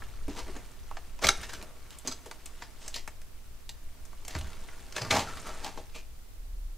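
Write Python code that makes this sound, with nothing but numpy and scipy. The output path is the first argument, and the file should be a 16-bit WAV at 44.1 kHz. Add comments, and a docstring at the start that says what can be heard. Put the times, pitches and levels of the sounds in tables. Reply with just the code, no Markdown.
"""Doorway of a derelict building, hand-held stereo microphone, close to someone crossing concrete rubble.
From the start, grit trickles over low rumble and faint hiss; steps thud, grind and knock fragments
together, and bare walls add a short ring. At 1.3 s a slab cracks down hard; at 2.1 s a thin chip clinks.
Lighter knocks follow, small pieces tipping at random, until heavier steps land from 4.3 s.
After 6 s the grit settles and a deep throb swells up."""
import sys
import numpy as np
from scipy import signal
from scipy.fft import rfft, irfft, next_fast_len
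from scipy.io import wavfile
from scipy.ndimage import uniform_filter1d

SR = 44100
rng = np.random.default_rng(int(sys.argv[2]) if len(sys.argv) > 2 else 0)


def to_wav(sig):
    """Store sig (one row per channel, or 1-D mono) as 16-bit WAV at the path in sys.argv[1].

    Samples outside -1..1 are clipped; the rate is SR.
    """
    pcm = np.clip(np.atleast_2d(sig), -1, 1) * 32767
    pcm = np.round(pcm).astype(np.int16)
    wavfile.write(sys.argv[1], SR, pcm.T)  # frames by channels


N = 298733
TIME = np.arange(N) / SR


def undb(db):
    """Decibels to gain."""
    return 10 ** (np.asarray(db) / 20)


def rms(x):
    """Root mean square."""
    return np.sqrt(np.mean(x ** 2))


def unit(x):
    """Scale to rms 1."""
    return x / rms(x)


def curve(rows):
    """Gain over time from rows of t/s, level/dB."""
    return undb(np.interp(TIME, *np.transpose(rows)))


def colour(x, points):
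    """Causal filter through points of f/Hz, level/dB."""
    size = 2 * next_fast_len(len(x))
    hz, db = np.transpose(points)
    log_hz = np.log(np.fft.rfftfreq(size, 1 / SR) + 1)
    log_gain = np.log(undb(np.interp(log_hz, np.log(hz), db)))
    cepstrum = irfft(log_gain)[:size // 2]
    cepstrum[1:] *= 2  # minimum phase
    return irfft(rfft(x, size) * np.exp(rfft(cepstrum, size)))[:len(x)]


def band(x, lo_hz, hi_hz):
    """Band-pass."""
    return signal.sosfilt(signal.butter(3, [lo_hz, hi_hz], btype="band", fs=SR, output="sos"), x)


def resonate(x, hz, q):
    """One resonance, gain 1 at its centre."""
    return signal.lfilter(*signal.iirpeak(min(hz, SR / 3), q, fs=SR), x)


def ring(modes, t):
    """The free ringing of a struck piece: decaying sines."""
    return sum(undb(db) * np.sin(2 * np.pi * hz * t + rng.uniform(0, 2 * np.pi))
               * np.exp(-np.log(1000) * t / t60) for hz, db, t60 in modes)


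def grains(count, per_s, dust, spread_db=1.8):
    """Random clicks of unequal size over a bed of fine dust."""
    clicks = (rng.random(count) < per_s / SR) * rng.standard_normal(count)
    size = undb(spread_db * np.minimum(rng.exponential(size=count), 4))
    return unit(unit(clicks * size) + dust * rng.standard_normal(count))


def add(out, s, x):
    """Mix x in at time s."""
    start = int(s * SR)
    x, start = x[max(-start, 0):], max(start, 0)
    out[start:start + len(x)] += x[:N - start]


# Rumble at the microphone: t/s, relative level/dB
RUMBLE_LEVELS = [(0.0, -37.5), (0.28, -36.5), (0.9, -44), (1.4, -39), (2.15, -47), (2.8, -44.5), (4.2, -43),
                 (5.6, -42.5), (6.2, -45), (6.77, -46.5)]
# Spectra of the rumble and of the microphone's hiss: f/Hz, relative level/dB
RUMBLE_SPECTRUM = [(4, -6.5), (15, 5), (26, -8.5), (39, -14.5), (56, -9.5), (80, -19.5), (120, -25.5),
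                   (200, -41), (500, -44), (2000, -69)]
HISS_SPECTRUM = [(60, -0.5), (250, -1.5), (600, -7), (1600, -12), (4000, -13.5), (15000, -15.5)]


def rumble_and_hiss(rumble_db=1, side_db=-10, hiss_db=-57.5):
    """At the microphone: low rumble, mostly shared by both ports, and each port's own hiss."""
    mid, side = (unit(colour(rng.standard_normal(N), RUMBLE_SPECTRUM)) for _ in range(2))
    rumble = (mid + undb(side_db) * np.array([side, -side])) * curve(RUMBLE_LEVELS)
    hiss = np.array([unit(colour(rng.standard_normal(N), HISS_SPECTRUM)) for _ in range(2)])
    return rumble * undb(rumble_db) + hiss * undb(hiss_db)


# The closing swell in the bass: t/s, level/dB
THROB_LEVELS = [(6.1, -68), (6.35, -45.5), (6.5, -38), (6.66, -36), (6.72, -39), (6.77, -43)]


def throb(hz=31.8, upper_hz=57.0, upper_db=-11, waver=0.0566):
    """A deep, slightly wavering throb of two tones."""
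    drift = unit(uniform_filter1d(rng.standard_normal(N), SR // 10))
    turn = 2 * np.pi * np.cumsum(1 + waver * drift) / SR
    return unit(np.sin(hz * turn) + undb(upper_db) * np.sin(upper_hz * turn)) * curve(THROB_LEVELS)


# Stereo width at the microphone: f/Hz, side against mid/dB
STEREO_WIDTH = [(50, -19), (200, -22), (700, -22), (1300, -56), (2400, -33), (4400, -13), (8000, -6),
                (15000, 1)]


def stereo_pair(x, scatter_s=0.0013, shifts_per_s=4.3):
    """Two close ports share the bass; the treble scatters differently to each as the source shifts."""
    t = np.arange(SR // 20) / SR
    paths = [unit(rng.standard_normal(len(t)) * np.exp(-t / scatter_s)) for _ in range(2)]
    one, other = (signal.fftconvolve(x, path / np.sqrt(len(t)))[:N] for path in paths)
    angle = 2 * np.pi * shifts_per_s * TIME
    side = colour(one * np.cos(angle) + other * np.sin(angle), STEREO_WIDTH)
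    return np.array([x + side, x - side])


# Body, clack, bite and air bands of walls and rubble: lower f/Hz, upper f/Hz
BAND_EDGES = [(150, 700), (700, 2500), (2500, 7000), (7000, 15000)]


def walls(x, early_db=-8, early_s=0.015, late_db=-17, t60_low=0.34, t60_high=0.4):
    """Close reflections from ground and door frame, then the ring of the building farther off."""
    t = np.arange(SR) / SR
    early = rng.standard_normal(len(t)) * np.exp(-t / early_s) * (t > .003)
    t60s = np.linspace(t60_low, t60_high, len(BAND_EDGES))
    late = sum(band(rng.standard_normal(len(t)), *edges) * np.exp(-np.log(1000) * t / t60)
               for edges, t60 in zip(BAND_EDGES, t60s)) * (t > .012)
    response = (undb(early_db) * unit(early) + undb(late_db) * unit(late)) / np.sqrt(len(t))
    return x + signal.fftconvolve(x, response)[:N]


# Spectrum of the grit on the ground: f/Hz, relative level/dB
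GRIT_SPECTRUM = [(60, -7), (250, 7), (600, 1), (1400, 0), (3000, -5), (7000, -9), (9000, -10),
                 (11000, -16.5), (15000, -28.5)]
# Grit settling under the shifting weight: t/s, relative level/dB
GRIT_LEVELS = [(0.0, -53.5), (0.3, -59), (0.49, -51.5), (0.78, -58.5), (0.94, -58), (1.24, -59),
               (1.38, -47), (1.7, -59), (2.62, -56.5), (3.0, -63.5), (3.55, -66), (4.15, -61),
               (4.49, -52.5), (4.95, -54.5), (5.12, -47.5), (5.62, -48.5), (6.05, -67.5), (6.77, -76)]


def grit(dust_db=-3, crumb_db=-7, crumb_q=7):
    """Around the feet fine dust trickles and tiny crumbs rustle, each at its own pitch."""
    dust = grains(N, per_s=900, dust=1, spread_db=0.43)
    crumbs = sum(resonate(grains(N, per_s=50, dust=0, spread_db=1.2), hz, crumb_q)
                 for hz in np.geomspace(700, 9000, num=12))
    dust, crumbs = (unit(colour(x, GRIT_SPECTRUM)) for x in (dust, crumbs))
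    return (undb(dust_db) * dust + undb(crumb_db) * crumbs) * curve(GRIT_LEVELS)


def tipping_pieces(count=24, over_grit_db=1, spread_db=3, lo_hz=900, hi_hz=5500):
    """Small fragments tip over at random, as strongly as the grit is stirred."""
    out, stirred = np.zeros(N), np.transpose(GRIT_LEVELS)
    for k, (when, strength, pitch) in enumerate(rng.random((count, 3))):
        s = (k + when) / count * TIME[-1]
        db = np.interp(s, *stirred) + over_grit_db + spread_db * (2 * strength - 1)
        hz = lo_hz * (hi_hz / lo_hz) ** pitch
        add(out, s, knock(db, bite_db=1, air_db=-6, hz=hz, ring_db=9))
    return out


# Weight landing below the microphone: t/s, level/dB, f/Hz, decay/s
FOOTFALLS = [(0.278, -34.5, 291, 0.024), (1.24, -34.5, 67, 0.035), (1.383, -42, 54.6, 0.031),
             (2.05, -40.5, 328, 0.0028), (2.074, -51, 87.6, 0.055), (4.351, -30, 62.3, 0.024),
             (4.405, -36, 64.6, 0.065), (5.003, -39, 118, 0.11), (5.115, -34, 88, 0.082),
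             (5.139, -36.5, 255, 0.059)]


def thuds(attack_s=0.0024, q=1.93):
    """The heel's soft push booms briefly in the ground."""
    out, t = np.zeros(N), np.arange(SR // 2) / SR
    for s, db, hz, decay in FOOTFALLS:
        envelope = (1 - np.exp(-t / attack_s)) * np.exp(-t / decay)
        boom = resonate(resonate(rng.standard_normal(len(t)), hz, q), hz, q) * envelope
        add(out, s, undb(db) * unit(boom) * rms(envelope / envelope.max()))
    return out


# Spectrum of broken concrete at close range: f/Hz, relative level/dB
CONCRETE_SPECTRUM = [(100, -6), (260, 8), (800, 4.5), (1500, 1.5), (3000, -3.5), (6000, -5.5), (8500, -7.5),
                     (10500, -11), (15000, -17.5)]


def concrete(push, envelope, band_db):
    """Concrete's answer to a push: body, clack, bite and air each take their share of the energy."""
    x = colour(push, CONCRETE_SPECTRUM)
    return sum(undb(db) * unit(band(x, *edges)) for edges, db in zip(BAND_EDGES, band_db)) * rms(envelope)


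# The sole grinding on grit, body and bite against the clack:
# peak t/s, fall/s, clack level/dB, body/dB, bite/dB, ring f/Hz
SOLE_SCUFFS = [(.312, 0.032, -52.5, 2, 0.5, 356), (0.389, 0.032, -43.5, -2.5, -1.5, 990),
               (.487, 0.019, -49, 6, -10, 335), (.563, 0.014, -47.5, 5, -10, 264),
               (1.229, 0.012, -35.5, -1.5, -2.5, 599), (1.248, 0.012, -26, -5, -1, 1290),
               (1.273, 0.006, -34, -1, 5, 564), (1.296, 0.018, -36.5, -1, -5, 400),
               (1.438, 0.013, -41, -17, -1, 1820), (1.5, 0.0096, -43.5, -12, -0.5, 1640),
               (1.546, 0.025, -46.5, -5, 1.5, 1520), (1.63, 0.089, -55.5, 3, -12, 1240),
               (1.93, 0.022, -62.5, -1, 6, 3000), (2.081, 0.028, -46.5, 4.5, 2, 250),
               (2.12, 0.011, -45, -15, 2.5, 1320), (2.265, 0.011, -54.5, 8, 1, 450),
               (2.466, 0.0075, -55.5, -15, 9, 9000), (2.629, 0.018, -52, -21, 1.5, 4800),
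               (2.87, 0.076, -56.5, -3.5, 3.5, 8450), (2.964, 0.023, -50.5, -2, 9.5, 1970),
               (4.315, 0.033, -50.5, -5, 2.5, 1850), (4.364, 0.019, -43.5, 1, -2, 335),
               (4.455, 0.022, -54, -4, -4, 1600), (4.969, .012, -40.5, -2, 3.5, 2650),
               (4.984, 0.0094, -35, -8.5, -4, 1710), (5.035, 0.068, -43.5, -3.5, -1.5, 4900),
               (5.113, 0.0082, -25, -6, -1, 2220), (5.129, 0.012, -26.5, -7, -7, 666),
               (5.158, 0.035, -25.5, -6.5, -6.5, 806), (5.195, 0.023, -37, -1.5, 2, 565),
               (5.3, 0.052, -43, -10, -8, 1350), (5.487, 0.053, -43, -6, -7, 1310),
               (5.66, 0.033, -40, -6, -4.5, 783), (5.788, 0.02, -54.5, 10.5, 2, 850),
               (5.965, 0.021, -49.5, -1.5, 4.5, 2450)]


def scuffs(air_db=-11, patchy_db=2.5, rise_share=0.93, ring_db=8, ring_q=10, damped_below_hz=650):
    """Grit crushes harder as the foot bears down, then dies away; the piece underfoot colours it."""
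    out, t = np.zeros(N), np.arange(-SR // 5, SR // 3) / SR
    for s, fall, db, body_db, bite_db, hz in SOLE_SCUFFS:
        age = t / fall
        envelope = np.exp(-np.where(age < 0, (age / rise_share) ** 2, age))
        # the grit gives way in fits and starts
        fits = unit(uniform_filter1d(rng.standard_normal(len(t)), SR // 300))
        push = unit(grains(len(t), per_s=3000, dust=0.79) * undb(patchy_db * fits)) * envelope
        q = ring_q * min(hz / damped_below_hz, 1)  # low-pitched pieces lie deep and are damped more
        push = push + undb(ring_db) * resonate(push, hz, q)
        band_db = db + np.array([body_db, 0, bite_db, bite_db + air_db])
        add(out, s + t[0], concrete(push, envelope, band_db))
    return out * 1.0


# A thin chip clinking underfoot: t/s, level/dB
CHIP_CLINKS = [(2.077, -31), (2.113, -42), (2.123, -36.5)]
# Its modes: f/Hz, relative level/dB, t60/s
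CHIP_RESONANCES = [(4120, -4.5, 0.047), (4850, 1, 0.039), (5660, -13, 0.045), (6220, 0, 0.035),
                   (7150, -12, 0.035), (7740, -3, 0.035)]


def chip():
    """A thin, hard chip rings higher and cleaner than the lumps around it."""
    out, t = np.zeros(N), np.arange(SR // 5) / SR
    for s, db in CHIP_CLINKS:
        add(out, s, undb(db) * ring(CHIP_RESONANCES, t))
    return out


def knock(db, bite_db, air_db, hz, ring_db, body_db=-10, snap_db=-16, rise_s=.0005, decay_s=.0042):
    """A sharp contact and a brief chatter ring a fragment's main mode and a few weaker ones."""
    t = np.arange(SR // 10) / SR
    envelope = (1 - np.exp(-t / rise_s)) * np.exp(-t / decay_s)
    push = grains(len(t), per_s=5000, dust=0.52) * envelope
    push[int(rise_s * SR)] += 4.4  # rough faces crush for an instant, then bear fully with a tick
    weak_hz = np.geomspace(500, 7000, num=9) * rng.uniform(0.79, 1.28, size=9)
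    weak_modes = sum(resonate(push, f, q=18) for f in weak_hz)
    push = push + undb(ring_db) * resonate(push, hz, q=5) + weak_modes
    clack = concrete(push, envelope, db + np.array([body_db, 0, bite_db, air_db]))
    # snapping crumbs reach the very top of the treble
    snap = unit(band(rng.standard_normal(len(t)), 11200, 20000)) * envelope
    return clack + snap * undb(db + air_db + snap_db)


# Fragments knocking close by, bite and air against the clack:
# t/s, relative clack level/dB, bite/dB, air/dB, ring f/Hz, ring gain/dB
FRAGMENT_KNOCKS = [(0.021, -37.5, -21, -32, 1600, 15), (0.281, -42, -11, -7.5, 795, 15),
                   (0.39, -42, 4, -3, 1220, 8), (0.565, -51.5, 6.5, -1, 624, -1),
                   (0.912, -33.5, -18.5, -21, 1080, 31), (0.969, -34, -8, -30, 780, 4.6),
                   (1.19, -43, -3, -13, 1000, 12), (1.244, -22, 2.5, -25, 2180, 17),
                   (1.269, -28, 10.5, 0, 3800, 8.9), (1.413, -47, 3, 2, 3110, 7),
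                   (1.533, -38, -17, -3.5, 1580, 19), (1.614, -44, -0.5, -15, 600, 10),
                   (1.626, -54.5, 11, 8, 870, 20), (1.905, -53.5, 8, 3, 3040, 4),
                   (1.986, -64, 14, 22.5, 7900, 2.3333), (2.074, -38, 7.5, 9.5, 6300, 19),
                   (2.26, -45.5, -9, -3, 930, 8), (2.312, -37, -2.5, -9, 990, 4.8),
                   (2.458, -57.5, 9, 18, 9100, 4), (2.621, -35.5, -7, -29, 2280, 9.8),
                   (2.879, -42.5, 6, 8.5, 5600, 24), (2.942, -49, 18, 8, 3880, 15),
                   (2.962, -40.5, 8, -3, 4560, 13), (3.076, -34.5, -5.5, -8.5, 1950, 11),
                   (3.216, -53.5, 2.5, 0, 1700, 8), (3.692, -45.5, 11, 2.5, 4430, 5),
                   (4.052, -54.5, 2, 6.5, 5620, 18), (4.13, -46.5, -21, -13, 1040, 24),
                   (4.25, -49, 6, 2, 6520, 2.6667), (4.28, -41.5, 4.5, 4.5, 659, 13),
                   (4.35, -31.5, -6, -20, 1500, 2.3), (4.387, -47.5, 6, 5.5, 3490, 9),
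                   (4.411, -42.5, 2.5, -9, 3160, 10), (4.531, -53.5, 7.5, -8, 2470, 3),
                   (4.686, -45, -2, -22, 2070, 22), (4.924, -51, 11, 2.5, 5740, 6.4),
                   (4.964, -28.5, -3.5, -9.5, 1650, 10), (5.017, -36.5, 6.5, -10, 4840, 13),
                   (5.108, -29.5, 10.5, -18, 2080, 2.6667), (5.371, -38, -8, -13, 1270, 3),
                   (5.47, -49, -3, 2, 1230, 10), (5.645, -32.5, -0.5, -8, 760, 21),
                   (5.668, -42, -12, -19, 800, 19), (5.774, -35, -12, -30, 990, 18)]


def knocks(gain_db=2):
    """The larger fragments clack together under the feet."""
    out = np.zeros(N)
    for s, *fragment in FRAGMENT_KNOCKS:
        add(out, s, knock(*fragment))
    return out * undb(gain_db)


# The slab coming down near the microphone: t/s, crack level/dB, ring level/dB
SLAB_IMPACTS = [(1.2878, -11.5, -35), (1.2894, -10, -27.5), (1.2925, -22.5, -45)]
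# Its modes: f/Hz, relative level/dB, t60/s
SLAB_RESONANCES = [(820, -2, 0.1), (1360, 7, 0.039), (1556, 4.5, 0.045), (2120, 2.5, .04), (2370, -12, .03),
                   (2760, 6, 0.024), (3330, -5, 0.018), (3616, 11, .022), (3780, 12, 0.022),
                   (4500, -12, 0.012), (5540, 10, 0.02), (5620, -13, .016), (6150, 11.5, 0.022),
                   (8240, 7, .025)]


def slab(lo_hz=1200, hi_hz=7000, decay_s=.0013):
    """A slab slaps down and rocks: hard cracks and their short stony modes."""
    out, t = np.zeros(N), np.arange(SR // 5) / SR
    envelope = np.exp(-t / decay_s)
    for s, crack_db, ring_db in SLAB_IMPACTS:
        crack = unit(band(rng.standard_normal(len(t)) * envelope, lo_hz, hi_hz)) * rms(envelope)
        add(out, s, undb(ring_db) * ring(SLAB_RESONANCES, t) + undb(crack_db) * crack)
    return out


def scene():
    """Footsteps on rubble between bare walls, heard from the walker's hand."""
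    rubble = knocks() + tipping_pieces() + scuffs() + slab() + chip() + grit()
    return stereo_pair(walls(rubble) + thuds() + throb()) + rumble_and_hiss()


def record(dry):
    """The hand-held camera cuts the treble above 15.5 kHz."""
    return signal.sosfilt(signal.ellip(8, .2, 70, 15500, fs=SR, output="sos"), dry)


dry = scene()
out = record(dry)
to_wav(out)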